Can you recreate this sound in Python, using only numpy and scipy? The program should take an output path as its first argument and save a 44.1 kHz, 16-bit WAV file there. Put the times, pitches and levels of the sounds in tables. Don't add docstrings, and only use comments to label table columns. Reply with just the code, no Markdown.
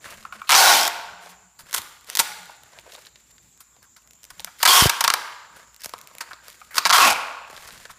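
import sys
import numpy as np
from scipy import signal
from scipy.fft import rfft, irfft, next_fast_len
from scipy.io import wavfile
from scipy.ndimage import uniform_filter1d

SR = 44100
rng = np.random.default_rng(int(sys.argv[2]) if len(sys.argv) > 2 else 0)


def persist_wave(psi):
    counts = np.round(np.clip(psi, -1, 1) * 32767).astype(np.int16)
    wavfile.write(sys.argv[1], SR, np.atleast_2d(counts).T)


def to_linear_factor(level_db):
    exponent = np.asarray(level_db, float) / 20
    return 10 ** exponent


N = 351918


def pull(rows, rings, low_db, body_db, treble_db, first_drum_hz, last_drum_hz, sink_s):
    start_s, *columns = np.transpose(rows)
    t = np.arange(start_s[0], start_s[-1] + .012, 1 / SR)
    count = len(t)
    level_db = np.interp(t, start_s, columns[0])
    mid_hz, upper_hz = np.array(columns[1:])[:, np.searchsorted(start_s, t, "right") - 1]
    low_hz = np.linspace(*rings[:2], count)
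    *rings_db, steady_per_slip = rings[2:]
    sway = 1 + 0.014 * wander((count, 2), 900).T
    drum_hz = last_drum_hz + (first_drum_hz - last_drum_hz) * np.exp(-(t - start_s[0]) / sink_s)

    slips_per_s = 320 * to_linear_factor(.45 * (level_db + 13))
    steady = np.clip(steady_per_slip * slips_per_s, .2, .9)
    turns = np.cumsum(slips_per_s * to_linear_factor(4.0 * wander(count, 160))) / SR
    slips = np.diff(np.floor(turns), prepend=0) * to_linear_factor(0.35 * rng.standard_normal(count))
    after = signal.lfilter([1], [1, -np.exp(-1 / (0.0019 * SR))], slips)
    chain = evened(after * crackle(count, 9000, 3.4) - 8.5 * slips)
    drive = (1 - steady) * chain + steady * crackle(count, 8700, 2.9)
    drive = drive / running_rms(drive, 1300) * (t < start_s[-1])

    drum = to_linear_factor(-22) * evened(resonate(resonate(drive, drum_hz, 240), drum_hz, 170))
    shell = body(drive + to_linear_factor(-6.0) * resonate(drive, 1440, 160), low_hz, low_db, 200)
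    middle, treble = split(film(drive, sway * [mid_hz, upper_hz], rings_db, [150, 450], 2.0))
    tape = evened(middle) + to_linear_factor(treble_db) * evened(treble)
    return start_s[0], to_linear_factor(level_db + 7) * (tape + to_linear_factor(body_db) * (shell + drum))


# start_s, level_db, lower_film_ring_hz, upper_film_ring_hz
PULLS = [
    [(0.551, -14, 4800, 5960), (0.58, -14, 4300, 5100), (0.605, -13, 4500, 5700), (0.64, -15.5, 3950, 5500),
     (0.675, -13.5, 3880, 5500), (0.715, -15, 3600, 5550), (0.752, -16.5, 3080, 4300),
     (0.806, -21, 3280, 5200), (0.885, -26.5, 3500, 5600)],
    [(4.675, -14, 3340, 4700), (4.705, -14.5, 3240, 4430), (4.735, -14.5, 3300, 5050),
     (4.765, -12.5, 3300, 5400), (4.8, -13.5, 3200, 5200), (4.825, -16, 3080, 4440),
     (4.85, -18.5, 3140, 4930), (4.875, -22, 3140, 5100)],
    [(6.928, -14, 3320, 4800), (6.962, -16.5, 3300, 5100), (6.985, -17.5, 2560, 4700),
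     (7.04, -17, 2580, 4850), (7.075, -18, 2530, 3540), (7.105, -22, 2420, 4900),
     (7.135, -27.5, 2380, 4700)],
]
# first_low_hz, last_low_hz, lower_film_ring_db, upper_film_ring_db, steady_share_per_slip_a_s
PULL_RINGS = [(800, 690, 5.2, 1.5, 0.002), (1160, 880, 8.1, 3, 0.0016), (1330, 665, 8, -14, 0.0014)]
LOW_RING_DB = [0, 2, 7.5]
# dispenser_db, treble_db (both above film), first_drum_hz, last_drum_hz, sink_s
GRIPS = [(-1, -5.5, 520, 280, 0.19), (-3, -4, 410, 400, 0.13), (3.5, -7, 1000, 157, 0.063)]


def pulls():
    out = np.zeros(N)
    for rows, rings, low_db, grip in zip(PULLS, PULL_RINGS, LOW_RING_DB, GRIPS):
        add(out, *pull(rows, rings, low_db, *grip))
    return out


# start_s, film_db, treble_above_film_db, length_s, film_ring_hz
SLIPS = [(0.4927, -7.5, -7, 0.0017, 3180), (0.4976, -6, -6, 0.0022, 3500), (0.505, -4.5, -5, 0.0024, 3300),
         (0.5112, -6, -5, 0.0022, 3280), (0.519, -2.5, -5, .004, 5800), (0.5273, -2.5, -9, 0.003, 3000),
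         (0.534, -5, -6, .003, 5500), (0.5418, -4, -8, 0.0052, 3500), (0.5498, 0, -9, 0.0025, 5500),
         (0.556, -11, -12, 0.0018, 5000), (0.563, -5, -10, 0.0024, 6000), (0.878, -16, 5, 0.0023, 5540),
         (4.63, -6, -1, 0.0042, 4300), (4.6526, -5, -3, 0.0045, 4500), (4.6562, -3.5, -5, 0.0066, 3550),
         (4.661, -4, -6, 0.0054, 4200), (4.6755, -6, -2, 0.0045, 5000), (4.898, -9.5, -20, 0.0033, 5260),
         (5.0076, -8, -1.5, 0.0044, 5100), (5.0408, -7.5, -2, 0.0028, 5130),
         (5.046, -7.5, -9, 0.0061, 3580), (5.078, -2, -7, 0.0028, 5000), (5.1021, -3, -9, 0.0019, 4000),
         (5.1383, -5.5, -3.5, 0.0031, 4200), (6.8534, -4.5, -14, 0.00078, 3500),
         (6.8585, -6.5, -13, 0.0019, 5000), (6.8634, -10, -11, 0.0031, 4000),
         (6.869, -13, -5, 0.0067, 5000), (6.8953, -9.5, -8, 0.0012, 5500),
         (6.9013, -4.5, -15, 0.0012, 4260), (6.9056, -4, -18, 0.0022, 4400),
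         (6.911, -5.5, -9, 0.0015, 5000), (6.926, -6, -17, 0.0046, 4500), (7.109, -15, -3, 0.0017, 5000),
         (7.122, -23, 2, .002, 4500)]
# time_s, dispenser_above_film_db
SLIP_BODY = [(0.5, -1.5), (5.0, -1), (6.9, 0.5)]


def slips():
    out = np.zeros(N)
    for start_s, film_db, treble_db, *shape in SLIPS:
        body_db = np.interp(start_s, *np.transpose(SLIP_BODY))
        add(out, start_s, snap(film_db, body_db, treble_db, *shape, crack=3.0, rise_s=0.00012,
                               ring_hz=1321, ring_db=5.5, parcel_db=-17.0, bend=1.1))
    return out


# start_s, film_db, dispenser_above_film_db, length_s, film_ring_hz
CUTS = [(1.7195, -36.5, -7, 0.0034, 6030), (1.7292, -21.5, -4.5, 0.0047, 5500),
        (1.7406, -16.5, -4, 0.0096, 6500), (1.763, -17.5, -12, 0.011, 3200), (1.772, -24, -9, 0.0075, 3200),
        (1.781, -18, -9.5, 0.0043, 3300), (2.1005, -20, -12, 0.0011, 7500),
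        (2.1525, -12.5, -14.5, 0.0021, 4500), (2.1593, -20, -15, 0.0028, 6500),
        (2.1718, -9.5, -12, 0.0027, 4200), (2.1867, -22, -5, .002, 6500),
        (2.1916, -5.5, -6.5, 0.0076, 4400), (2.1967, -4.5, -11, .003, 4430),
        (2.1995, -3.5, -4.5, 0.005, 6900)]


def cuts():
    out = np.zeros(N)
    for start_s, film_db, body_db, *shape in CUTS:
        add(out, start_s, snap(film_db, body_db, -0.5, *shape, crack=7.0, rise_s=0.0001,
                               ring_hz=1390, ring_db=3.5, parcel_db=-9, bend=0.87))
    return out


# start_s, film_db, dispenser_above_film_db, treble_above_film_db, length_s
TEARS = [(1.588, -39, 1.5, 0.5, 0.019), (1.743, -19, 1.5, 7.5, 0.0028), (1.776, -31.5, 7.5, 10, 0.0035),
         (3.603, -42.5, -1, 6, 0.0067), (3.9625, -43, -0.5, -2, 0.0067), (4.302, -35.5, 2, -0.5, 0.0039),
         (4.6277, -12, -7, 0, 0.0032), (4.894, -9, -0.5, -0.5, 0.002), (5.561, -52, 10, 7.5, 0.011),
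         (5.8336, -29.5, -11, -2.5, 0.025), (6.206, -22.5, 1.5, -6, 0.0051), (6.742, -29.5, 2, -3, 0.0036),
         (6.754, -24.5, 2, -1, 0.0062), (6.7657, -18.5, 0.5, -3, 0.0055), (6.78, -4.5, -1.5, -7.5, 0.0022)]


def tears():
    out = np.zeros(N)
    for start_s, *shape in TEARS:
        add(out, start_s, snap(*shape, film_hz=4700, crack=0, rise_s=0.0036,
                               ring_hz=1410, ring_db=10.5, parcel_db=-7))
    return out


def snap(film_db, body_db, treble_db, length_s, film_hz, crack, rise_s, ring_hz, ring_db, parcel_db, bend=0.79):
    t = np.arange(1600) / SR
    decay = np.exp(-(t / np.clip(length_s, .0004, .02)) ** bend)
    drive = crackle(len(t), 15000, 3.3) * decay * np.minimum(t / rise_s, 1)
    drive[0] -= crack
    shell = body(drive, ring_hz, ring_db, parcel_db=parcel_db)
    middle, treble = split(film(drive, [film_hz], [1.5], [1100], 0))
    out = np.zeros(len(t))
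    for part, db in ((shell, body_db), (middle, 0), (treble, treble_db)):
        out += to_linear_factor(film_db + db) * part / running_rms(part, 130).max()
    return out


# start_s, film_db, body_above_film_db, body_hz
TAPS = [(0.0432, -41, 12, 1790), (0.2274, -40, -2, 1270), (1.26, -38, 3, 600), (2.7337, -45, 4, 951),
        (2.788, -35, 3.5, 2400), (2.9214, -31, -38, 1850), (2.951, -28, -6.5, 926), (3.051, -37, -22, 1690),
        (3.0685, -31, -21.5, 1344), (3.1581, -36.5, -9, 2010), (3.3816, -40, -6, 1647),
        (3.765, -51, 4.5, 800), (4.3964, -22.5, -9, 850), (5.9373, -30.5, 12, 1260), (6.113, -52, 13, 1200),
        (6.333, -28.5, -0.5, 1210), (6.7123, -49, 7, 1600), (7.4995, -56, 26.5, 720),
        (7.5295, -52, 22, 1000), (7.5649, -27.5, -10, 1030), (7.5766, -33, 2, 1600), (7.635, -47, 12, 1100),
        (7.6885, -36, 4.5, 1520), (7.7069, -32.5, -4, 1990), (7.7773, -34.5, -21, 1690),
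        (7.854, -32, 1.5, 1620)]
# start_s, peak_db, film_ring_hz, body_above_film_db
CREASES = [(0.1054, -28, 2630, -11), (1.6075, -30, 2230, -10), (1.711, -24.5, 3210, -4),
           (1.8185, -21, 4100, -12), (2.0107, -37, 5910, -12), (2.0451, -34, 5140, -12),
           (2.0733, -33, 4140, -12), (2.4314, -32, 3060, -10), (2.4574, -31, 4080, -7),
           (2.5072, -36, 4340, -11), (2.635, -32, 3730, -4), (2.797, -34, 2110, -4),
           (2.912, -37, 3860, -16), (2.9364, -36, 4020, -12.5), (2.9623, -32, 4130, -8),
           (3.059, -34, 3810, -12), (3.5758, -40, 6050, -8.5), (3.8286, -35.5, 5400, -12),
           (4.022, -43.5, 2840, -10), (4.075, -37, 6210, -11.5), (4.1093, -32.5, 5880, -10),
           (4.134, -35.5, 6080, -13), (4.1544, -43.5, 6290, -14.5), (4.2327, -30, 5870, -12.5),
           (4.2417, -26, 5870, -11), (4.2516, -29, 5800, -11), (4.3535, -44, 3980, -14),
           (4.4036, -20.5, 4200, -7), (4.4462, -10.5, 5040, -9), (5.745, -32, 5610, -13),
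           (5.7636, -30.5, 4980, -17), (5.8073, -30, 5100, -14), (5.8189, -26, 5080, -13),
           (5.8456, -15.5, 5310, -5), (5.859, -14, 5110, -2.5), (5.8942, -23, 5210, -3),
           (5.9813, -30, 2420, -14), (5.988, -29, 2400, -12), (6.014, -25.5, 5060, -19),
           (6.0733, -25.5, 2440, -23), (6.138, -40, 2410, -12), (6.1516, -26.5, 1990, -3),
           (6.184, -20.5, 2410, -10), (6.4826, -23.5, 4960, -6), (6.5016, -28, 4580, -15),
           (6.528, -33, 3720, -12)]


def fingers():
    out = np.zeros(N)
    for start_s, film_db, body_db, hz in TAPS:
        add(out, start_s, snap(film_db, body_db, -16.5, length_s=0.0033, film_hz=3800, crack=8.2,
                               rise_s=0.00015, ring_hz=hz, ring_db=15.0, parcel_db=6.0))
    for start_s, peak_db, hz, body_db in CREASES:
        add(out, start_s, snap(peak_db - 8, body_db, 0.5, length_s=0.0012, film_hz=hz, crack=7.0,
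                               rise_s=0.00024, ring_hz=1470, ring_db=13.5, parcel_db=9.5))
    return out


# start_s, level_db, ring_hz, length_s
KNOCKS = [(0.251, -22, 1310, 0.0039), (0.324, -23.5, 1220, 0.0053), (0.417, -20.5, 1265, 0.0028),
          (2.492, -31.5, 845, 0.0077), (2.773, -42.5, 597, 0.0087), (2.858, -40, 666, 0.0086),
          (2.876, -40, 560, 0.008), (2.931, -42, 600, 0.0035), (2.977, -40, 659, 0.00396),
          (4.472, -29, 1430, 0.0096), (6.309, -28, 1470, 0.013), (6.615, -32.5, 1240, 0.0049),
          (7.895, -32, 1400, 0.0092)]


def knocks():
    out, t = np.zeros(N), np.arange(1600) / SR
    for start_s, level_db, hz, length_s in KNOCKS:
        blow = crackle(len(t), 3600, 2.0) * 0.3 * np.exp(-t / length_s)
        blow[[0, round(length_s * SR)]] += [1, .55]
        ring = resonate(resonate(blow, hz, 290), hz, 520)
        ring = ring + to_linear_factor(-24.5) * body(blow, 2300, 4.0) * np.std(blow)
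        add(out, start_s, to_linear_factor(level_db + 6.5) * ring / abs(ring).max())
    return out


# start_s, end_s, first_db, last_db, body_rustle_above_it_db
HANDLING = [(0, 0.326, -47.5, -64, 5.5), (0.302, 0.508, -57, -64, 6.5), (1.195, 1.385, -49.5, -60.5, 1),
            (1.603, 1.995, -53, -75, 7), (2.056, 2.155, -55, -41.5, -1.5), (2.307, 2.595, -71, -51.5, -2),
            (2.599, 2.844, -72.5, -59, 7), (2.82, 2.923, -61, -67, 10.5), (2.899, 3.12, -49.5, -65.5, 0.5),
            (3.103, 3.6, -61.5, -71.5, -11), (4.153, 4.52, -78.5, -54, 1.5),
            (4.563, 4.641, -56, -37.5, -15), (5.501, 5.816, -51, -83, 6), (5.801, 6.413, -81, -52.5, 5),
            (6.397, 6.783, -51, -64.5, -3), (7.439, 8.1, -46.5, -59.5, -0.5)]


def handling():
    out = np.zeros(N)
    for start_s, end_s, first_db, last_db, body_db in HANDLING:
        count = round((end_s - start_s) * SR)
        clumps = to_linear_factor(5.0 * wander((count, 2), 700)).T
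        drive = clumps * crackle(count, 3000, 1.9) * signal.windows.tukey(count, .45)
        rustle = to_linear_factor(body_db) * body(drive[1], 1450, 15.6, 790, 14.4)
        crinkle = film(drive[0], [4500], [-21], [330], 5.0)
        add(out, start_s, to_linear_factor(np.linspace(first_db, last_db, count)) * (crinkle + rustle))
    return out


# start_s, end_s, level_db, lower_hz, upper_hz
CREAKS = [(.471, .493, -39, 4200, 2600), (4.6, 4.63, -36.5, 1370, 4700), (6.705, 6.745, -43.5, 1370, 2250),
          (6.3, 6.345, -56, 460, 1800), (3.82, 3.86, -55, 1400, 1720), (2.09, 2.15, -44.5, 3100, 6100),
          (5.79, 5.875, -49.5, 5400, 1700), (1.8, 1.99, -61.5, 1150, 1500), (6.22, 6.3, -58, 700, 1900),
          (0.057, 0.164, -47.5, 1100, 2850)]


def creaks():
    out = np.zeros(N)
    for start_s, end_s, level_db, low_hz, high_hz in CREAKS:
        drive = crackle(round((end_s - start_s) * SR), 7100, 2.5)
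        rings = resonate(drive, low_hz, 450) - resonate(drive, high_hz, 500) + 0.14 * drive
        fade = signal.windows.tukey(len(drive), .3)
        add(out, start_s, to_linear_factor(level_db) * evened(passed(rings, 350, "high")) * fade)
    return out


# centre_s, signed_height, width_s
PUFFS = [(0.067, .01, 0.0013), (.73, .015, 0.0028), (1.794, .015, 0.0014), (2.196, .03, 0.0012),
         (4.824, -0.62, 0.0011), (4.858, 1, 0.00029), (4.866, 0.23, 0.0016), (4.8618, -0.55, 0.0011),
         (5.01, -0.0074, .004), (5.05, -0.017, 0.0016), (5.102, 0.0056, 0.0036), (5.14, -0.00085, 0.0033),
         (5.864, .02, 0.00065), (7.119, .02, 0.0031), (7.656, .008, 0.0026)]


def puffs():
    out, t = np.zeros(N), np.arange(-400, 400) / SR
    for centre_s, height, width_s in PUFFS:
        add(out, centre_s - 400 / SR, height * np.exp(-abs(t) / width_s - (t / (2 * width_s)) ** 2))
    return signal.sosfilt(signal.butter(3, 48, "high", fs=SR, output="sos"), out)


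# start_s, end_s, level_db
RUMBLES = [(0, .4, -62.5), (1.55, 2.0, -64), (4.253, 4.5, -63), (5.098, 5.244, -63), (7.45, 8.0, -61.5)]


def rumbles():
    out = np.zeros(N)
    for start_s, end_s, level_db in RUMBLES:
        count = round((end_s - start_s) * SR)
        low = passed(rng.standard_normal(count), 190, "low") * to_linear_factor(5.0 * wander(count, 1500))
        add(out, start_s, to_linear_factor(level_db) * evened(low) * signal.windows.tukey(count, .4))
    return out


# start_s, end_s, pitch_hz, level_db
DRONES = [(0, 0.437, 215, -61.5), (.9, 1.56, 178.3, -65.5), (.9, 1.52, 431, -71), (2.2, 2.49, 180.4, -62),
          (6.84, 6.95, 188, -51), (4.35, 4.503, 174, -62)]


def drones():
    out = np.zeros(N)
    for start_s, end_s, hz, level_db in DRONES:
        hiss = rng.standard_normal(round((end_s - start_s) * SR))
        tone = evened(resonate(resonate(hiss, hz, 14.0), hz, 14.0))
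        add(out, start_s, to_linear_factor(level_db) * tone * signal.windows.tukey(len(hiss), .3))
    return out


# freq_hz, density_db_per_hz
FLOOR = [(18, -30.5), (30, -20), (64, -7.5), (141, -5), (569, -18.5), (1100, -14), (3060, -22), (4780, -20),
         (5900, -20.5), (7270, -5.5), (8520, -26), (14800, -24.5), (16000, -59)]


def background():
    hush, shrill, low = rng.standard_normal((3, N))
    colour = to_linear_factor(read(FLOOR, np.fft.rfftfreq(N, 1 / SR)))
    hush = to_linear_factor(-60.5) * evened(irfft(rfft(hush) * colour, N))
    z = signal.stft(hush, nperseg=512)[2]
    patches = uniform_filter1d(rng.standard_normal(z.shape[::-1]).T, size=9, axis=0)
    patches = evened(uniform_filter1d(patches, size=12, axis=1))
    hush = signal.istft(z * to_linear_factor(3 * patches), nperseg=512)[1][:N]
    insects = to_linear_factor(-62.5) * evened(resonate(resonate(shrill, 7200, 600), 7200, 600))
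    hum = to_linear_factor(-72) * evened(resonate(resonate(low, 57.8, 9.0), 57.8, 9.0))
    return hush + insects + hum


# freq_hz, t60_s
ROOM = [(250, 0.69), (800, 1.086), (1700, 1.01), (4500, 0.83), (12000, 0.58)]
# freq_hz, gain_db
ROOM_COLOUR = [(200, 2), (900, 0.5), (1200, 1), (1480, 3), (1800, 1.5), (2400, 1.5), (5000, -2),
               (12000, -2)]
# freq_hz, width_hz, level_db
ROOM_RINGS = [(701, 40, -2.5), (953, 50, 4), (1110, 61, -2), (1370, 66, -0.5), (1520, 50, 4), (2400, 86, 2)]


def room(near, pull_track):
    hz, t, z = signal.stft(rng.standard_normal(3 * SR // 2), SR, nperseg=256)
    z = z * to_linear_factor(read(ROOM_COLOUR, hz)[:, None] - 60 * t / read(ROOM, hz)[:, None])
    tail = signal.istft(z, SR, nperseg=256)[1]
    tail = tail * (1 - np.exp(-(np.arange(len(tail)) / (0.0045 * SR)) ** 2))
    rung = sum(to_linear_factor(db) * resonate(pull_track, ring_hz, width) for ring_hz, width, db in ROOM_RINGS)
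    wet = signal.fftconvolve(blurred(near, 120) + rung, tail / np.linalg.norm(tail))[:N]
    return passed(wet, 1900, "low") + blurred(passed(wet, 1900, "high"), 170)


def blurred(x, spread_hz):
    phase = 2 * np.pi * np.cumsum(spread_hz * wander(N, 90)) / SR
    return (signal.hilbert(x, next_fast_len(N))[:N] * np.exp(1j * phase)).real


def crackle(count, per_s, spread_db):
    chance, size, sign = rng.random((count, 3)).T
    heights = to_linear_factor(-spread_db * np.log(size + 0.0031)) * np.sign(sign - .5)
    return evened((chance < per_s / SR) * heights)


def read(points, hz):
    f, value = np.transpose(points)
    return np.interp(np.log(hz + 1), np.log(f + 1), value)


def causal(points, size=1024):
    gain_db = np.maximum(read(points, abs(np.fft.fftfreq(size, 1 / SR))), -45)
    log_gain = np.log(to_linear_factor(gain_db))
    return np.fft.ifft(np.exp(np.conj(signal.hilbert(log_gain)))).real[:size // 4]


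# freq_hz, density_db_per_hz
FILM = [(1060, -21.5), (1800, 1), (3060, -1), (3320, -1), (3510, -0.5), (5440, -1.5), (7840, -3),
        (14700, -5.5), (15600, -13), (16000, -63)]
FILM_TAPS = causal(FILM)


def film(drive, rings_hz, rings_db, widths_hz, patchy_db):
    wide = np.convolve(drive, FILM_TAPS)[:len(drive)]
    out = wide.copy()
    swells = to_linear_factor(patchy_db * wander((len(drive), len(rings_hz)), 900)).T
    for hz, db, width, swell in zip(rings_hz, rings_db, widths_hz, swells):
        out += to_linear_factor(db) * swell * resonate(wide, hz, width)
    return evened(out)


# freq_hz, width_hz, level_db
BODY = [(747, 99, 1), (915, 75, 6.5), (1091, 62, 4.5), (1420, 49, 4), (1600, 220, -2), (2344, 58, 3)]


def body(drive, ring_hz, ring_db, width_hz=220, parcel_db=-40):
    rings = to_linear_factor(ring_db) * resonate(drive, ring_hz, width_hz)
    for k, (hz, width, db) in enumerate(BODY):
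        rings = rings + (-1) ** k * to_linear_factor(db) * resonate(drive, hz, width)
    thud = to_linear_factor(parcel_db) * resonate(resonate(drive, 580, 490), 580, 490)
    return evened(passed(rings, 550, "high") + thud)


def resonate(x, hz, width_hz):
    r = np.exp(-np.pi * width_hz / SR)
    if np.ndim(hz) == 0:
        return 2 * signal.lfilter([1 - r], [1, -r * np.exp(2j * np.pi * hz / SR)], x).real
    turn = np.exp(2j * np.pi * np.cumsum(hz) / SR)
    return 2 * (turn * signal.lfilter([1 - r], [1, -r], x / turn)).real


def split(x):
    middle = np.convolve(x, signal.firwin(31, 7000, fs=SR), "same")
    return middle, x - middle


def passed(x, hz, kind):
    return signal.sosfilt(signal.butter(4, hz, kind, fs=SR, output="sos"), x)


def evened(x):
    return x / np.sqrt(np.mean(x ** 2) + 1e-20)


def wander(shape, size):
    return evened(uniform_filter1d(rng.standard_normal(shape), size=size, axis=0))


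def running_rms(x, size):
    return np.sqrt(abs(uniform_filter1d(x ** 2, size=size)))


def add(mix, start_s, sound):
    part = mix[round(start_s * SR):][:len(sound)]
    part += sound[:len(part)]


def scene():
    pull_track = pulls()
    near = pull_track + slips() + cuts() + tears() + fingers() + knocks()
    near = passed(near, 170, "high")
    mono = to_linear_factor(-7.0) * near + to_linear_factor(-20.5) * room(near, pull_track)
    mono = mono + handling() + creaks() + puffs() + rumbles() + drones() + background()
    return np.array([mono, mono])


def ducking(power_db, knee_db, share, db_per_s):
    fall = np.arange(N) * db_per_s / SR
    held_db = np.maximum.accumulate(power_db + fall) - fall
    return share * np.maximum(held_db - knee_db, 0)


def top_cut(x):
    return signal.sosfilt(signal.butter(12, 16460, fs=SR, output="sos"), x)


def record(dry):
    power_db = 10 * np.log10(abs(uniform_filter1d(dry[0] ** 2, size=300)) + 1e-12)
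    quick_db = ducking(power_db, knee_db=-10.5, share=0.39, db_per_s=110)
    slow_db = ducking(uniform_filter1d(power_db, size=4000), knee_db=-29.5, share=0.045, db_per_s=27)
    ducked = dry / to_linear_factor(uniform_filter1d(quick_db + slow_db, size=150))
    rounded = .95 * ducked / (1 + abs(ducked) ** 4) ** (1 / 4)
    limited = signal.oaconvolve(rounded, signal.firwin(255, 15500, fs=SR)[None], "same")
    return top_cut(limited)


dry = scene()
out = record(dry)
persist_wave(out)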